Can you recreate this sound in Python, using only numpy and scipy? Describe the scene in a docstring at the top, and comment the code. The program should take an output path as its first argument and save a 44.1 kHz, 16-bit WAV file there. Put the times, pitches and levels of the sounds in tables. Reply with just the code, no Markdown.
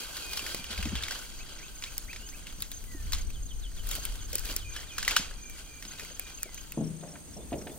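"""Leaves rustle and twigs snap as a dead branch is dragged over grass and through brush; boots thud, wind buffets
the microphone; birds, crickets and a trilling katydid sing behind. The scene then moves to a pond, where boots
knock on a metal boat. Leaves, wind and air are shaped noise; twigs, soil and hull are bursts into resonators;
birds and crickets are gliding sines; katydids are throbbing noise bands."""
import sys
import numpy as np
from scipy import signal
from scipy.fft import rfft, irfft, next_fast_len
from scipy.io import wavfile

SR = 44100
rng = np.random.default_rng(int(sys.argv[2]) if len(sys.argv) > 2 else 0)


def transcribe(signal):
    """Save signal, clipped to [-1, 1], as a 16-bit WAV file at the path in sys.argv[1]."""
    frames = np.atleast_2d(signal).T
    limited = np.clip(frames, -1, 1)
    pcm = np.round(limited * 32767).astype(np.int16)
    wavfile.write(sys.argv[1], SR, pcm)


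N = 343362
T = np.arange(N) / SR
POND_S = 6.735   # the scene moves to the pond
# Left-right likeness of the ports. Each row: pitch in Hz, correlation (0 to 1).
LIKENESS = [(40, 0.56), (200, 0.21), (1200, 0.57), (5000, 0.28), (15000, 0.24)]


def from_db(db):
    """Decibels to amplitude ratio."""
    return 10 ** (np.asarray(db) / 20)


def rms_one(x):
    """Scale to unit RMS."""
    return x / np.sqrt(np.mean(x ** 2) + 1e-20)


def in_time(rows):
    """Straight lines between timed rows, one curve per column."""
    s, *columns = np.transpose(rows)
    return [np.interp(T, s, c) for c in columns]


def at_hz(points, hz):
    """Read a curve at a pitch, linear in log frequency."""
    points_hz, values = np.array(points).T
    return np.interp(np.log(hz), np.log(points_hz), values)


def band(x, low_hz, high_hz):
    """Butterworth band-pass."""
    return signal.sosfilt(signal.butter(2, [low_hz, high_hz], "band", fs=SR, output="sos"), x)


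def drift(rate_hz):
    """Slow random curve of unit RMS: noise through two equal poles at SR / 40."""
    r = np.exp(-80 * np.pi * rate_hz / SR)
    noise = rng.standard_normal(N // 40 + 2002)
    slow = signal.lfilter([1], [1, -2 * r, r * r], noise)[2000:]
    return np.interp(np.arange(N) / 40, np.arange(len(slow)), rms_one(slow))


def ring(x, hz, t60_s):
    """Two-pole resonator: a unit click sets a sine of height 1 ringing."""
    r = from_db(-60 / (t60_s * SR))
    w = 2 * np.pi * hz / SR
    return signal.lfilter([0, np.sin(w)], [1, -2 * r * np.cos(w), r * r], x + 1e-18)


def add(out, s, sound):
    """Mix a sound in at s seconds."""
    i = round(s * SR)
    out[..., i:i + sound.shape[-1]] += sound[..., :N - i]


def spread(mid, side, alike):
    """Left and right from mid and side noise, with the given correlation."""
    return np.sqrt(.5 + alike / 2) * mid + np.sqrt(.5 - alike / 2) * side * [[1], [-1]]


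def pair(hz):
    """Left and right noise as alike as the ports make it at this pitch."""
    mid, side = rng.standard_normal((2, N))
    return spread(mid, side, np.clip(at_hz(LIKENESS, hz), -1, 1))


def banded(spectrum, tilt_db, patchy_db, grain=1, bass_share=1):
    """Half-octave noise bands under one grain envelope; tilt pivots at 3 kHz, bass_share scales it below."""
    out, power = 0, 0
    edges_hz = 60 * 2 ** np.arange(0, 8.6, .5)
    white = rng.standard_normal((2, 2, N)) * grain
    together = drift(29.0)
    for k, (low_hz, high_hz) in enumerate(zip(edges_hz, edges_hz[1:])):
        mid, side = band(white[k % 2], low_hz, high_hz)
        hz = np.sqrt(low_hz * high_hz)
        alike = np.clip(at_hz(LIKENESS, hz), -1, 1)
        both = from_db(at_hz(spectrum, hz)) * np.sqrt(2) * spread(mid, side, alike)
        power += np.mean(both ** 2)
        octaves = np.log2(hz / 3000) * (1 if hz > 3000 else bass_share)
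        patches = .6 * together + drift(10)
        out = out + both * from_db(tilt_db * octaves + patchy_db * patches)
    return out / np.sqrt(power)


def dragging():
    """Rustle level and brightness: sweeps swell, hold and fade over quiet stirring; brightness is power-weighted."""
    # Quiet rustle of grass and clothes between the pulls.
    # Each row: time in seconds, level in dB, brightness in dB per octave.
    stirring = [(0, -53, -5), (1.22, -47, 5), (1.3, -50.5, 4), (1.55, -49, 1), (1.8, -55.5, 6),
                (2.3, -55.5, 7), (3.0, -58.5, 7), (3.4, -61.5, 6.5), (3.8, -57.5, 5), (5.4, -58, 5.5),
                (6.7, -56.5, 4.5), (6.75, -63, 0), (7.78, -72, 14)]
    # Pulls and steps through leaves.
    # Each row: start in seconds, hold in seconds, level in dB, brightness in dB per octave.
    pulls = [(0.0, 0.0072, -42, 5.5), (0.113, 0.14, -44, 4.5), (0.32, 0.23, -43, 5), (0.705, 0.16, -44, 1),
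             (0.946, 0.1, -43, -3), (1.1, 0.046, -42.5, 1.5), (1.853, 0.0082, -49, 3.5),
             (2.15, 0.0087, -51, -0.5), (2.455, .01, -52.5, -1), (3.09, 0.1, -51.5, 3),
             (3.89, 0.08, -46, 6), (4.01, 0.14, -48.5, 3.5), (4.363, 0.017, -50, 7),
             (4.477, 0.039, -44.5, 5), (4.775, 0.0092, -46.5, 1), (4.998, 0.027, -47.5, 2),
             (5.113, 0.08, -37, -1), (5.593, 0.0077, -50.5, 3), (5.897, 0.029, -51.5, 2.5),
             (6.032, .01, -47, 2.5), (6.29, 0.021, -51.5, 1)]
    swell_db_per_s, fade_db_per_s = 161, 103
    stir_db, stir_bright_db = in_time(stirring)
    power = from_db(2 * stir_db)
    bright = power * stir_bright_db
    for s, hold_s, level_db, bright_db in pulls:
        before_s, after_s = np.maximum(s - T, 0), np.maximum(T - s - hold_s, 0)
        sweep = from_db(2 * (level_db - swell_db_per_s * before_s - fade_db_per_s * after_s))
        power = power + sweep
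        bright = bright + sweep * bright_db
    return 10 * np.log10(power), bright / power


def rustle(per_s=250, spread_db=3.0, grain_s=0.003, smooth=4.1, stems_db=-6, clump_db=6.0, even_db=4.0, twang_db=-9):
    """Leaves scrape as a grainy swish the branch colours; thin stems tick at pitches of their own, in clumps."""
    # Leaf noise before brightness. Each row: pitch in Hz, relative density in dB per Hz.
    leaf_spectrum = [(180, -11), (350, 0), (900, -4), (1500, -2), (3500, 4.5), (6500, -1), (9500, -5.5),
                     (13300, -11), (16000, -18)]
    # Branch resonances: pitches in Hz.
    branch_hz = (1570, 3326, 4800)
    level_db, bright_db = dragging()
    sizes = from_db(spread_db * np.minimum(rng.exponential(1, N), 4.0))
    chance = per_s * from_db(drift(12.0) * [[even_db], [clump_db]]) / SR
    born = rng.random((2, N)) < chance   # leaf cracks, stem ticks
    cracks = signal.lfilter([1], [1, -np.exp(-1 / (grain_s * SR))], sizes * born[0])
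    swish = banded(leaf_spectrum, bright_db, 1.1, grain=rms_one(smooth + cracks), bass_share=-0.17)
    twang = sum(rms_one(ring(swish, hz, 0.013)) for hz in branch_hz)
    swish = swish + from_db(twang_db) * twang
    dealt = rng.integers(0, 16, N)   # which stem ticks
    stems = 0
    for k, hz in enumerate(np.geomspace(1500, 7000, 16)):
        stems = stems + rms_one(ring(sizes * born[1] * (dealt == k), hz, 51.0 / hz))
    return from_db(level_db) * (swish + from_db(stems_db) * rms_one(stems))


def snaps(wood_width=0.22, wood_s=0.022, crack_s=0.0085, spike=1.0, tail_db=-20, tail_s=0.24):
    """A tearing burst rings the twig at its pitch and cracks in the treble; splinters and brush echoes trail."""
    # Twigs. Each row: time in seconds, wood level in dB, wood pitch in Hz, treble crack level in dB.
    twigs = [(0.168, -25, 3800, -24), (0.3325, -23, 4700, -22), (0.3727, -22, 4560, -21),
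             (0.393, -22.5, 2760, -36), (0.4643, -23.5, 2340, -28), (0.5464, -27, 1270, -17.5),
             (0.642, -29, 2950, -28), (0.777, -26, 2600, -35), (0.827, -25, 2600, -34),
             (0.854, -26, 2640, -36), (0.893, -30, 2900, -42), (0.9538, -22, 3350, -46),
             (1.024, -27.5, 1720, -44), (1.035, -20.5, 3630, -43), (1.082, -23, 2000, -40),
             (1.109, -24, 1600, -42), (1.12, -27, 2020, -39), (1.823, -26, 2420, -45),
             (1.8381, -22.5, 3420, -44), (1.9798, -32.5, 3600, -13), (2.1298, -29.5, 2350, -50),
             (2.161, -30.5, 2400, -45), (2.288, -34, 4960, -39), (2.469, -31.5, 2710, -42),
             (2.604, -34, 4740, -27), (2.622, -23.5, 3870, -12), (2.7162, -28.5, 3900, -21.5),
             (2.84, -42, 2320, -31), (3.1217, -21.5, 5800, -20), (3.1318, -17.5, 4130, -23),
             (3.147, -26, 1320, -34), (3.219, -39, 4000, -39), (3.3034, -40.5, 2720, -32),
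             (3.8706, -35, 3740, -23), (3.89, -43, 3050, -21), (3.913, -25.5, 3770, -13.5),
             (3.953, -29, 3230, -17), (4.0522, -25.5, 3180, -15), (4.3303, -28, 5600, -18),
             (4.3547, -24.5, 5270, -9.5), (4.3813, -34, 5050, -21), (4.384, -26, 5050, -26),
             (4.394, -45, 5000, -20), (4.4547, -29.5, 4070, -20.5), (4.4902, -33, 2950, -31),
             (4.564, -22, 5300, -11.5), (4.7633, -26, 1770, -33), (4.982, -16, 1740, -19),
             (5.028, -21.5, 1820, -35), (5.0485, -23, 3000, -32), (5.0785, -10, 2130, -13),
             (5.1091, -18.5, 2820, -22), (5.1639, -10, 2980, -32), (5.1655, -10, 1590, -20),
             (5.498, -39, 2280, -27), (5.8244, -29.5, 2140, -30), (5.8507, -31.5, 4800, -37),
             (5.9953, -28, 2330, -38), (6.007, -34, 2080, -40), (6.049, -35, 2220, -27),
             (6.1955, -30.5, 2600, -15.5), (6.39, -53, 2670, -36), (6.427, -50, 1630, -31),
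             (6.4312, -30, 1760, -13), (6.456, -49, 1530, -50), (6.545, -47, 4090, -21.5),
             (6.578, -33.5, 2540, -41), (6.7207, -33, 2680, -23)]
    out, t = np.zeros((2, N)), np.arange(12000) / SR
    for s, wood_db, hz, crack_db in twigs:
        noise = rng.standard_normal((3, len(t)))
        burst = noise[0] * from_db(-60 * t / wood_s) * np.minimum(t / 0.00042, 1)
        tear = band(burst, hz / (1 + wood_width), hz * (1 + wood_width)) + .5 * band(burst, 1020, 10500)
        wood = rms_one(tear) + 0.26 * rms_one(ring(burst, hz, .045))
        crack = band((noise[0] + spike * (t == 0)) * from_db(-60 * t / crack_s), 6500, 15000)
        tail = from_db(tail_db - 60 * t / tail_s) * band(noise[1:] + 1.67 * noise[0], 1820, 8300)
        add(out, s, from_db(wood_db) * (wood / np.abs(wood).max() + tail))
        sides_db = np.array([[1.0], [-.8]])
        add(out, s, from_db(crack_db + sides_db) * crack / np.abs(crack).max())
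    return out


def breaks(body_share=0.39, cycles=1.7):
    """A stick breaks clean in one blow: a broad click and a dull body that swings about once."""
    # Sticks. Each row: time in seconds, peak in dB, body pitch in Hz.
    sticks = [(0.5467, -15.5, 473), (6.4932, -29, 1100)]
    out, click = np.zeros(N), signal.unit_impulse(2000)
    for s, peak_db, hz in sticks:
        blow = band(click, 400, 8300) + body_share * ring(click, hz, cycles / hz)
        add(out, s, from_db(peak_db) * blow / np.abs(blow).max())
    return out


def thuds(cycles=7.3):
    """Soft ground: a dull push into a heavily damped resonance."""
    # Boots and the branch butt on the soil. Each row: time in seconds, peak in dB, pitch in Hz.
    soil_blows = [(0.424, -42, 290), (0.549, -46, 219), (0.591, -40, 197), (0.7, -40, 265),
                  (0.788, -34.5, 197), (0.855, -28, 263), (0.92, -27.5, 243), (2.58, -47.5, 183),
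                  (2.945, -36, 284), (3.91, -47, 714), (3.98, -40, 750), (4.329, -37, 590),
                  (4.354, -38, 474), (4.492, -39, 520), (4.512, -42, 272), (4.563, -46, 400),
                  (5.194, -32.5, 223), (5.852, -42.5, 258), (6.025, -48, 520), (6.108, -44, 603),
                  (6.193, -46, 705), (6.455, -42, 630)]
    out, t = np.zeros(N), np.arange(4000) / SR
    for s, peak_db, hz in soil_blows:
        push = band(rng.standard_normal(len(t)) * from_db(-60 * t / 0.076), 148, 640)
        body = rms_one(ring(push, hz, cycles / hz)) + 0.32 * rms_one(push)
        add(out, s, from_db(peak_db) * body / np.abs(body).max())
    return out


def hull(contact_s=0.0082, scatter_db=0.5, side_db=4.0, fall_db=6.5, dense_db=-8.0, rise_s=0.0018, sole_hz=900):
    """A boot scuff excites the sheet-metal modes near its colour, and their crowd of weaker neighbours."""
    # Boots on the hull. 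Each row: time in seconds, level in dB, centre of the blow's colour in Hz.
    boot_blows = [(6.773, -22.5, 282), (6.807, -21, 192), (7.026, -33.5, 673), (7.136, -45, 550),
                  (7.364, -33, 447), (7.519, -25, 446), (7.534, -25.5, 345), (7.664, -31.5, 625),
                  (7.698, -37, 333)]
    # Hull modes. Each row: pitch in Hz, relative level in dB, 60 dB decay in seconds.
    hull_modes = [(161, 8.5, 0.81), (190.5, -0.5, 0.76), (222.4, 4.5, 0.16), (247.4, -8.5, 0.33),
                  (304.5, 1.5, 0.13), (328, -8, 0.13), (442, -3.5, 0.31), (490, -4.5, 0.21),
                  (556, 2.5, 0.11), (596, -6, 0.44), (620.5, 2, 0.16), (693, -2, 0.16)]
    out, t = np.zeros((2, N)), np.arange(22000) / SR
    rise = np.minimum(t / rise_s, 1)
    for s, peak_db, centre_hz in boot_blows:
        scuff = band(rng.standard_normal(len(t)) * np.exp(-t / contact_s) * rise, 117, sole_hz)
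        strong_db = rng.normal(0, scatter_db, (30, 1)) + rng.normal(0, side_db, (30, 2))
        modes = 0
        for k, (hz, level_db, t60_s) in enumerate(hull_modes):
            mode_db = level_db - fall_db * np.log2(hz / centre_hz) ** 2 + strong_db[k]
            modes = modes + from_db(mode_db)[:, None] * rms_one(ring(scuff, hz, t60_s))
        crowd = band(rng.standard_normal(len(t)), centre_hz / 2.3, centre_hz * 1.3) * from_db(-60 * t / 0.59)
        crowd = band(crowd * rise, 103, sole_hz)
        body = modes / np.abs(modes).max() + from_db(dense_db) * crowd / np.abs(crowd).max()
        add(out, s, from_db(peak_db) * body)
    return out


def ticks(t60_s=0.053, width=1.52):
    """Small hard ticks on the boat: decaying noise bursts a little over an octave wide."""
    # Each row: time in seconds, peak in dB, centre in Hz.
    boat_ticks = [(7.01, -45, 3000), (7.034, -41.5, 1390), (7.075, -48, 2500), (7.155, -40.5, 1460),
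                  (7.51, -45, 2500), (7.527, -37, 2100), (7.537, -38, 2170), (7.615, -42.5, 1860),
                  (7.67, -33, 2130), (7.695, -44, 2200)]
    out, t = np.zeros(N), np.arange(3000) / SR
    for s, peak_db, hz in boat_ticks:
        tick = band(rng.standard_normal(len(t)) * from_db(-60 * t / t60_s), hz / width, hz * width)
        add(out, s, from_db(peak_db) * tick / np.abs(tick).max())
    return out


def wind():
    """Eddies on the ports: lumpy low noise, partly its own in each channel."""
    # Each row: time in seconds, buffeting level in dB, flutter level in dB.
    gusts = [(0, -54, -60), (0.5, -46.5, -57), (0.68, -49, -53.5), (0.8, -46, -40.5), (0.95, -51, -35),
             (1.15, -44.5, -61), (1.8, -47.5, -74), (2.4, -42.5, -69), (2.75, -45, -70), (3.05, -36, -48),
             (3.25, -32, -62), (3.6, -38.5, -80), (4.1, -35.5, -70), (4.7, -41, -47), (5.2, -43.5, -72),
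             (5.5, -45.5, -60), (6.0, -52, -60), (6.7, -49.5, -61), (6.78, -57, -51), (7.2, -66, -58),
             (7.35, -65, -49.5), (7.55, -52, -45.5), (7.78, -66, -57)]
    buffet_db, flutter_db = in_time(gusts)
    buffet = rms_one(band(pair(30), 12, 42))
    flutter = rms_one(band(pair(70), 48, 90))
    lumps = from_db(1.0 * drift(5.6))
    sides = from_db([[2.0], [-0.3]])
    return (from_db(buffet_db) * buffet + from_db(flutter_db) * flutter) * lumps * sides


def birds():
    """Near-sine glides between two pitches; bend flattens the glide's end, swell places the loudest point."""
    # Rising notes of one shape. Each row: start in seconds, level in dB.
    rising_notes = [(1.381, -50), (1.612, -48), (1.85, -48), (2.078, -45), (2.32, -51)]
    # Falling notes of one shape. Each row: start in seconds, level in dB.
    falling_notes = [(3.319, -54), (3.47, -53), (3.613, -51), (3.75, -50), (3.90, -50), (4.03, -57),
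                     (4.17, -51), (4.303, -52), (4.452, -50), (4.575, -48.5), (4.721, -48), (4.865, -50)]
    # Free whistles. Each row: start in seconds, length in seconds, first pitch in Hz, last pitch in Hz, level in dB.
    free_whistles = [(0.0, 0.035, 2395, 2500, -48.5), (0.22, 0.22, 2510, 2380, -49.5),
                     (0.52, 0.15, 2460, 2360, -54), (2.19, 0.1, 2690, 3120, -57),
                     (2.87, 0.16, 2050, 1736, -57.5), (4.46, 0.063, 2445, 2310, -52.5),
                     (4.643, 0.11, 2456, 2383, -49), (4.855, .035, 2410, 2410, -58),
                     (4.903, 0.12, 2460, 2396, -50.5), (5.38, 0.19, 2446, 2310, -55),
                     (5.64, 0.18, 2430, 2366, -56.5), (5.93, 0.14, 2530, 2410, -56.5),
                     (6.19, 0.14, 2447, 2395, -53.5), (6.365, 0.13, 2850, 2040, -54.5),
                     (6.47, 0.083, 2090, 1970, -62), (6.575, 0.036, 3000, 3030, -55),
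                     (7.405, 0.033, 3450, 3650, -61), (7.705, 0.032, 3400, 3600, -61)]
    out, waver_hz = np.zeros(N), 10 * drift(30)
    rising = [(s, .042, 1750, 2670, db) for s, db in rising_notes]
    falling = [(s, .064, 4600, 2970, db) for s, db in falling_notes]
    for notes, bend, swell in ((rising, 1.7, 1.8), (falling, 1.9, 2.3), (free_whistles, 1.0, .9)):
        for s, length_s, first_hz, last_hz, level_db in notes:
            u = np.linspace(0, 1, round(length_s * SR))
            glide_hz = last_hz + (first_hz - last_hz) * (1 - u) ** bend
            phase = 2 * np.pi * np.cumsum(glide_hz + waver_hz[round(s * SR):][:len(u)]) / SR
            envelope = np.abs(np.sin(np.pi * u ** swell)) ** 0.35
            add(out, s, np.sqrt(2) * from_db(level_db) * envelope * np.sin(phase))
    echoes = sum(from_db(db) * np.roll(out, round(s * SR)) for s, db in ((.013, -11), (.029, -15), (.047, -18)))
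    return (out + echoes) * from_db(1.2 * drift(25) + 2 * drift(90))


def crickets(pulse_s=.02, apart_s=.031):
    """Two wing strokes a chirp, each a short gliding tone; far crickets chirp at their own pace."""
    # Nearest cricket. Each row: start in seconds, level in dB.
    near_chirps = [(1.52, -55), (1.75, -50), (2.26, -47.5), (2.735, -46.5), (3.175, -47), (3.422, -49),
                   (3.99, -48), (4.215, -48), (4.69, -47.5), (4.93, -52), (5.422, -49.5), (5.64, -60),
                   (5.875, -46.5), (6.111, -48.5), (6.34, -47), (6.57, -48.5), (6.836, -54), (7.081, -54.5),
                   (7.332, -53), (7.578, -53.5)]
    # Far crickets. Each row: pitch in Hz, chirps per second, mean level in dB.
    far_crickets = [(6200, 3.7, -66), (6350, 4.7, -63), (6500, 3.9, -62), (6600, 4.1, -62),
                    (6720, 4.5, -63)]
    brush_hz, pond_hz = 6420, 5700
    low_s, low_apart_s, low_hurry_s, low_hz, low_db = 3.262, .2378, .00028, 6010, -57.5
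    out, u = np.zeros((2, N)), np.linspace(0, 1, round(pulse_s * SR))
    # chirps: start s, Hz, dB, pan dB, pitch sag as a share (negative rises)
    chirps = [(s, brush_hz if s < POND_S else pond_hz, db, 0, .015) for s, db in near_chirps]
    for k in range(-13, 15):   # a steady lower cricket, slowly quickening
        s = low_s + low_apart_s * k - low_hurry_s * k * k
        chirps.append((s, low_hz, low_db + 2 * rng.normal(), 0, -.015))
    for hz, per_s, db in far_crickets:
        for s in np.arange(.03 + rng.random() / per_s, N / SR - .1, 1 / per_s):
            chirps.append((s + 0.01 * rng.normal(), hz, db + 2 * rng.normal(), 10.0 * rng.normal(), .025))
    for s, hz, level_db, pan_db, sag in chirps:
        stroke = np.sin(np.pi * u) * np.sin(2 * np.pi * np.cumsum(hz * (1 + sag * (.5 - u))) / SR)
        sides_db = np.array([[.5], [-.5]]) * pan_db
        for late_s in (0, apart_s):
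            add(out, s + late_s, 2 * from_db(level_db + sides_db) * stroke)
    return out


def katydids():
    """Raspy bands that throb once per wing stroke."""
    # Each row: pitch in Hz, width in Hz, strokes per second, throb sharpness, pure tone amplitude against
    # unit noise, level in the brush in dB, level at the pond in dB.
    raspers = [(8930, 500, 59.4, 3.0, .4, -64, -58.5), (8550, 1350, 49.5, .6, 0, -59, -55),
               (6480, 750, 32.0, 1.2, 0, -62, -61)]
    out = 0
    for hz, width_hz, per_s, sharp, tone, brush_db, pond_db in raspers:
        throb = np.exp(sharp * np.cos(2 * np.pi * per_s * T + .3 * drift(3)) / 2)
        scrape = pair(hz) + tone * np.sin(2 * np.pi * hz * T + 1.5 * drift(20))
        edges_hz = hz - width_hz / 2, hz + width_hz / 2
        rasp = band(band(scrape * throb, *edges_hz), *edges_hz)
        out = out + from_db(np.where(T < POND_S, brush_db, pond_db)) * rms_one(rasp)
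    return out


def far_air():
    """Far leaves and hiss: steady patchy noise, louder and slightly darker at the pond."""
    # Each row: pitch in Hz, relative density in dB per Hz.
    air_spectrum = [(60, -8), (110, -12), (155, -4), (300, -8), (450, -17), (1100, -24), (3000, -25),
                    (5500, -26), (9000, -27), (11500, -29), (16000, -32)]
    brush_db, pond_db, pond_tilt_db_per_octave = -54.5, -51, -0.5
    pond = T >= POND_S
    return from_db(np.where(pond, pond_db, brush_db)) * banded(air_spectrum, pond * pond_tilt_db_per_octave, 0.91)


def scene():
    """Sum of the drag, the boat, the wind and the background."""
    drag = rustle() + snaps() + breaks() + thuds()
    boat = hull() + ticks()
    background = birds() + crickets() + katydids() + far_air()
    return drag + boat + wind() + background


def record(dry):
    """The right port lags the left; a steep low-pass cuts the top."""
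    port_lag_s, cutoff_hz = 5.2e-5, 15800
    size = next_fast_len(N + 64)
    hz = np.fft.rfftfreq(size, 1 / SR)
    right = irfft(rfft(dry[1], size) * np.exp(-2j * np.pi * hz * port_lag_s), size)[:N]
    low_pass = signal.ellip(12, .5, 80, cutoff_hz, fs=SR, output="sos")
    return signal.sosfilt(low_pass, [dry[0], right])


dry = scene()
out = record(dry)
transcribe(out)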